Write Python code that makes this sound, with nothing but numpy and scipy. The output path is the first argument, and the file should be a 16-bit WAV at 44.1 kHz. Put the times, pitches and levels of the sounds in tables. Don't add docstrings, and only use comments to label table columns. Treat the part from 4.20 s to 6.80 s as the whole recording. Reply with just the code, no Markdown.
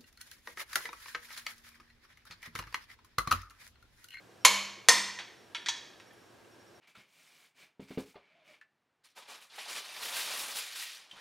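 import sys
import numpy as np
from scipy import signal
from scipy.fft import rfft, irfft, next_fast_len
from scipy.io import wavfile
from scipy.ndimage import uniform_filter1d, map_coordinates

SR = 44100
rng = np.random.default_rng(int(sys.argv[2]) if len(sys.argv) > 2 else 0)


def gain_from_decibels(decibels):
    exponent = np.asarray(decibels, float) / 20
    return 10 ** exponent


def digitize_waveform(pressure):
    field = np.atleast_2d(pressure).T
    bounded = np.clip(field, -1, 1)
    quanta = np.round(bounded * 32767).astype(np.int16)
    wavfile.write(sys.argv[1], SR, quanta)


N = 114660


def unit(x):
    return x / np.sqrt(np.mean(x ** 2) + 1e-20)


def gains(points, hz):
    f, db = np.transpose(points)
    return gain_from_decibels(np.interp(np.log(hz + 1), np.log(f + 1), db))


def coloured(x, points):
    m = next_fast_len(x.shape[-1] + 4096)
    spectrum = rfft(x, m) * gains(points, np.fft.rfftfreq(m, 1 / SR))
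    return irfft(spectrum, m)[..., :x.shape[-1]]


def cricket():
    note_hz, chorus_db, edge_s = 5570, -85, 0.0037
    # t/s, length/s, level/dB
    chirps = [
        (0.208, 0.056, -69),
        (1.17, 0.11, -77),
        (1.412, 0.036, -72),
        (1.94, 0.19, -79),
        (1.794, .034, -71),
        (1.863, .035, -70),
        (2.312, .038, -72),
        (2.397, .034, -72),
        (2.463, .032, -71),
        (2.548, .034, -71),
    ]
    t = np.arange(N) / SR
    gate = sum(gain_from_decibels(db) * np.clip(np.minimum(t - s, s + long - t) / edge_s, 0, 1) for s, long, db in chirps)
    drift = map_coordinates(rng.standard_normal(60), [t * 14])
    return 2 ** .5 * (gate + gain_from_decibels(chorus_db + 2 * drift)) * np.sin(2 * np.pi * note_hz * t)


def room_tone():
    floor_db = -60
    # f/Hz, level/dB
    floor = [(15, -61), (25, -37.5), (82, -15), (293, -10), (354, -7), (641, -11), (818, -13.5),
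             (5430, -26.5), (16000, -39.5)]
    # f/Hz, level/dB
    side_floor = [(60, -9), (240, -6.5), (950, -5.5), (3770, -9), (15000, -10)]
    # f/Hz, width/Hz, level/dB
    drones = [(112, 20, -73), (344.4, 23, -71), (1615, 120, -72.5)]
    mid, side = coloured(rng.standard_normal((2, N)), floor)
    gain = gain_from_decibels(floor_db) / np.std(mid)
    hum = 0
    for hz, w, db in drones:
        band = [(hz - 2 * w, -40), (hz - w / 2, -3), (hz, 0), (hz + w / 2, -3), (hz + 2 * w, -40)]
        hum = hum + gain_from_decibels(db) * unit(coloured(rng.standard_normal(N), band))
    return np.array([gain * mid + hum, gain * coloured(side, side_floor)])


def garage(x, early_db, early_t60):
    # f/Hz, t60/s
    fading = [(200, 0.17), (600, 0.61), (2000, 0.7), (6000, 0.64), (10000, 0.42), (15000, 0.4)]
    hz, t, z = signal.stft(rng.standard_normal((2, SR)), SR, nperseg=256)
    f, t60 = np.transpose(fading)
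    fade_s = np.interp(np.log(hz + 1), np.log(f), t60)[:, None]
    fall = gain_from_decibels(-60 * t / fade_s) * (1 + gain_from_decibels(early_db - 60 * t / early_t60))
    tail = signal.istft(z * fall, SR, nperseg=256)[1]
    late = np.pad(x, (150, 0))[None]
    return signal.fftconvolve(late, tail / np.linalg.norm(tail[0]), axes=1)[:, :N]


def struck(x, shape):
    z = rfft(x)
    own = np.sqrt(np.abs(uniform_filter1d(np.abs(z) ** 2, size=150))) + 1e-9
    cep = irfft(np.log(shape / own + 1e-9), N)
    cep[1:N // 2] *= 2
    cep[N // 2 + 1:] = 0
    y = irfft(z * np.exp(rfft(cep)), N)
    return y / np.linalg.norm(y)


def strikes(events, modes, colour, crack_db, crack_t60, ring_db, short, long_db, wet_db, spread_hz=120, rise=1e-4):
    # f/Hz, level/dB
    thin = [(60, -20.5), (140, -8.5), (260, -1), (400, -13.5), (450, 0)]
    hz, db, t60 = (c[:, None] for c in np.transpose(modes))
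    f, t = np.fft.rfftfreq(N, 1 / SR), np.arange(SR * 3 // 5) / SR
    start = round(events[0][0] * SR)
    after = [(np.maximum(t - s + events[0][0], 0), level_db) for s, level_db in events]
    cracks, rings = np.zeros((2, N + SR))

    cracks[start:][:len(t)] = sum(
        gain_from_decibels(g - 60 * u / crack_t60) * (1 - np.exp(-u / rise)) * rng.standard_normal(len(t)) for u, g in after)
    half = np.log(1000) / (2 * np.pi * short * t60)
    peaks = (gain_from_decibels(db + ring_db) * half ** 2 / (half ** 2 + (f - hz) ** 2)) ** 2
    shape = gains(thin, f) * np.sqrt(gains(colour, f) ** 2 + peaks.sum(0))
    blow = gain_from_decibels(crack_db) * np.linalg.norm(cracks) * struck(cracks[:N], shape)

    swell = np.sqrt(sum(gain_from_decibels(2 * (g - 60 * u / t60)) * (1 - np.exp(-u / 0.02)) ** 2 for u, g in after))
    draw = rng.standard_normal((2, 14, len(modes), 1))
    offset = np.linspace(-.5, .5, num=14)[:, None, None] + .05 * draw[0]
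    cluster = np.sin(2 * np.pi * (hz + spread_hz * offset) * t + 3 * draw[1]).sum(0) * .65
    rings[start:][:len(t)] = (gain_from_decibels(db + long_db) * swell * cluster).sum(0)

    dry = blow + rings[:N]
    wet = gain_from_decibels(wet_db) * garage(dry, early_db=6.0, early_t60=0.071)
    return np.array([dry + wet[0], wet[1]])


def flares(rows):
    rise_s = 0.00051
    dry = 0
    for s, hz, db, t60 in rows:
        t = np.maximum(np.arange(N) / SR - s, 0)
        dry = dry + gain_from_decibels(db - 60 * t / t60) * (1 - np.exp(-(t / rise_s) ** 2)) * np.sin(2 * np.pi * hz * t)
    wet = gain_from_decibels(-10.5) * garage(dry, early_db=0.5, early_t60=0.097)
    return np.array([dry + wet[0], wet[1]])


def stand():
    # t/s, level/dB
    jolts = [
        (0.25, -38.5),
        (0.686, -41.5),
    ]
    # f/Hz, level/dB, rise/s, t60/s
    sway = [(199, 1.5, .075, .68), (64, -14, .06, .6), (275, -14, .04, .4), (340, -11, .04, .4),
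            (150, -16, .02, .3)]
    hum = 0
    for s, jolt_db in jolts:
        u = np.maximum(np.arange(N) / SR - s, 0)
        for hz, db, rise, t60 in sway:
            swell = gain_from_decibels(jolt_db + db - 60 * u / t60) * (1 - np.exp(-(u / rise) ** 2))
            hum = hum + swell * np.sin(2 * np.pi * hz * u)
    return hum


def socket():
    # t/s, peak level/dB
    lifted = [
        (0.987, -23),
        (0.9925, -23),
        (0.998, -27),
        (1.002, -31),
        (1.007, -33),
    ]
    dropped = [
        (1.3475, -23.5),
        (1.351, -24),
        (1.356, -37),
        (1.366, -32.5),
        (1.376, -42),
    ]
    nudged = [
        (1.4605, -27),
        (1.465, -28.5),
        (1.472, -46),
    ]
    seated = [
        (1.4855, -17.5),
        (1.489, -16.5),
        (1.495, -22.5),
        (1.565, -39),
    ]
    settled = [
        (1.7995, -38),
        (1.803, -44.5),
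        (1.91, -50),
        (2.25, -58.5),
    ]
    ticked = [
        (1.933, -60),
    ]
    # f/Hz, level/dB, t60/s
    steel = [(1040, -16, 0.58), (1767, -5, 0.52), (2235, -7, 0.15), (2490, -6.5, 0.19), (3450, -20, 0.14),
             (3280, -1, 0.21), (3420, -4.5, 0.22), (3850, -4, 0.19), (4525, -4.5, 0.39), (5660, -7, 0.31),
             (6170, -16, 0.11), (6760, -23, 0.11), (10900, -33, 0.2)]
    pawl = [(10700, -6, .2), (11400, -8, .06), (12200, -2, 0.046)]
    # f/Hz, level/dB per Hz
    knock = [(300, -32.5), (800, -1.5), (1300, -4.5), (1800, 0.5), (3200, -5.5), (4500, -11), (7000, -18.5),
             (12000, -33), (14000, -57)]
    tap = [(300, -30), (775, -19), (943, -11), (1150, -13), (1400, -3), (3330, -3), (6000, -16),
           (11200, -29), (14000, -67)]
    graze = [(180, -43), (300, -47), (1820, 3), (2820, -18), (3440, -1.5), (7300, -14.5), (15000, -50)]
    clack = [(300, -68), (943, -3), (1120, -10.5), (2440, -6.5), (3330, -1.5), (6800, -5), (8500, -18),
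             (12500, -28), (14500, -67)]
    pawl_tone = [(8000, -41), (11000, 6), (14000, -19)]
    # t/s, f/Hz, peak level/dB, t60/s
    flare_socket = [(1.3480, 953, -42.5, 0.12), (1.3480, 2190, -41.5, 0.12), (1.3480, 2440, -43, 0.088),
                    (1.3480, 3100, -38, 0.066), (1.3480, 3400, -37.5, 0.09), (1.3500, 1360, -42, .08),
                    (1.461, 3420, -39, 0.056), (1.4860, 933, -35.5, 0.089), (1.4870, 3390, -41.5, 0.37),
                    (1.4870, 4550, -52, .06), (1.4910, 6410, -28.5, .03), (1.4880, 2490, -43, 0.049),
                    (1.4880, 5790, -38, 0.12), (1.9070, 1788, -53, .05), (2.2460, 2750, -61, 0.044)]

    lift = strikes(lifted, steel, knock, crack_db=-2, crack_t60=0.018, ring_db=0.5, short=0.02,
                   long_db=-42, wet_db=-1.5, rise=0.0034)
    drop = strikes(dropped, steel, tap, crack_db=-8, crack_t60=0.023, ring_db=6.0, short=0.067,
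                   long_db=-38, spread_hz=67, wet_db=-0.5)
    nudge = strikes(nudged, steel, graze, crack_db=-1.5, crack_t60=0.019, ring_db=2.5, short=0.051,
                    long_db=-35, spread_hz=220, wet_db=1)
    seat = strikes(seated, steel, clack, crack_db=-7.0, crack_t60=0.025, ring_db=9, short=0.12,
                   long_db=-38.5, spread_hz=200, wet_db=-3)
    rest = strikes(settled, steel, knock, crack_db=-6.0, crack_t60=0.015, ring_db=-9, short=0.12,
                   long_db=-39, wet_db=0.5, rise=0.000356)
    tick = strikes(ticked, pawl, pawl_tone, crack_db=-2, crack_t60=0.018, ring_db=3.5, short=.3,
                   long_db=-13, wet_db=-6, spread_hz=30)
    return lift + drop + nudge + seat + rest + tick + flares(flare_socket)


def snaps():
    # t/s, peak level/dB
    snap_a = [
        (0.2490, -0.5),
        (0.2505, 4.5),
        (0.2540, -6.5),
        (0.2590, -29),
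    ]
    snap_b = [
        (0.6860, 1),
        (0.6890, -3.5),
        (0.6945, -15),
    ]
    fall_home = [
        (0.6935, -9.5),
        (0.6948, -18),
    ]
    # f/Hz, level/dB,
    # t60/s
    ring_a = [(458.8, -15.5, .25), (599, -14, 0.4), (1010, -7, 0.22), (1098, -15, 0.53), (1733, -12, 0.22),
              (2215, -4, 0.37), (2390, -13, .35), (3050, -10.5, .45), (4310, -10.5, .33),
              (3700, -12.5, .35), (4340, -12.5, .44), (6580, -12, .3), (6900, -13, .22),
              (10600, -17.5, 0.39)]
    ring_b = [(453.4, -15.5, 0.18), (340.2, -22, 0.4), (1022, -9, 0.41), (1865, -5.5, 0.27),
              (1948, -5, 0.28), (1995, -11, 0.38), (2380, -9.5, .45), (2810, -14, .35), (3627, -8.5, 0.34),
              (4540, -8.5, 0.3), (5240, -9, 0.48), (6365, -12, .35), (7280, -11, 0.23), (10590, -24, .42)]
    ring_b_more = [(3265, 1.5, .4), (4220, -3.5, 0.63), (5340, 5, 0.17), (5630, -4.5, .35), (8210, -4.5, 0.44)]
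    # f/Hz, level/dB per Hz
    crack_a = [(250, -33), (750, -16), (1060, -7), (1450, -10.5), (2300, -3.5), (7200, -9.5), (9200, -18.5),
               (11500, -14.5), (16000, -32.5)]
    crack_b = [(250, -38), (450, -16), (1020, -11), (1500, -11), (1980, -9), (3400, -11.5), (6280, -9.5),
               (11300, -19.5), (16000, -36.5)]
    # t/s, f/Hz, peak level/dB, t60/s
    flare_a = [(.2490, 1022, -13, 0.063), (.2497, 2123, -8, 0.021), (.2495, 11030, -17, 0.024),
               (.2495, 10600, -22.5, .1), (.2520, 3090, -16, 0.051), (.2520, 7100, -13, 0.053),
               (.2530, 2490, -20.5, 0.024), (.2540, 6300, -12, 0.034), (.2550, 5910, -18.5, 0.054),
               (.2560, 4235, -17.5, .04), (.2455, 3040, -40.5, 0.017), (.2640, 4198, -20.5, 0.12),
               (.2670, 1000, -16, 0.023), (.2790, 2215, -18.5, 0.12), (.2810, 6400, -19.5, 0.033)]
    flare_b = [(.6860, 960, -17.5, .05), (.6860, 1875, -13, 0.045), (.6860, 3385, -13, .04),
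               (.6865, 9040, -15.5, 0.04), (.6865, 10900, -19.5, .04), (.6865, 6140, -18.5, .03),
               (0.689, 4363, -12.5, 0.042), (.6910, 7530, -19, 0.027), (0.6931, 6250, -3, 0.015),
               (0.695, 5340, -19, 0.03), (.7050, 1865, -19, 0.085), (.7150, 5370, -19, .04),
               (0.72, 1010, -25, 0.086)]

    first = strikes(snap_a, ring_a, crack_a, crack_db=-11.5, crack_t60=0.023, ring_db=4.0, short=0.035,
                    spread_hz=130, long_db=-37.0, wet_db=0.0)
    second = strikes(snap_b, ring_b, crack_b, crack_db=-7, crack_t60=0.018, ring_db=3.0, short=0.045,
                     spread_hz=210, long_db=-32.5, wet_db=-0.5)
    ping = strikes(fall_home, ring_b_more, crack_b, crack_db=-14.5, crack_t60=0.031, ring_db=4.5, short=0.023,
                   long_db=-29.5, wet_db=-9)
    return first + second + ping + flares(flare_a) + flares(flare_b)


def scene():
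    spacing_s, left_db = 4e-6, -0.63
    # f/Hz, level/dB
    side_hit = [(60, -9.5), (240, -14), (950, -25.5), (3770, -17), (15000, -20)]
    mid, side = socket() + snaps()
    side = coloured(side, side_hit) + spacing_s * SR * np.gradient(mid)
    room_mid, room_side = room_tone()
    mid = mid + stand() + cricket() + room_mid
    side = side + room_side
    return np.array([mid + side, mid - side]) * gain_from_decibels([[left_db / 2], [-left_db / 2]])


def band_limit(x):
    return signal.sosfilt(signal.butter(12, 16830, fs=SR, output="sos"), x)


def record(dry):
    ceiling = .9
    # f/Hz, level/dB
    ceiling_band = [(300, -40), (700, 0)]
    # f/Hz, level/dB
    mic = [(12000, 0), (14000, -2), (15500, -5), (16300, -14), (16700, -30), (16850, -90)]
    flattened = dry / (1 + (dry / ceiling) ** 8) ** (1 / 8)
    mix = dry + coloured(flattened - dry, ceiling_band)
    return band_limit(coloured(mix, mic))


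dry = scene()
out = record(dry)
digitize_waveform(out)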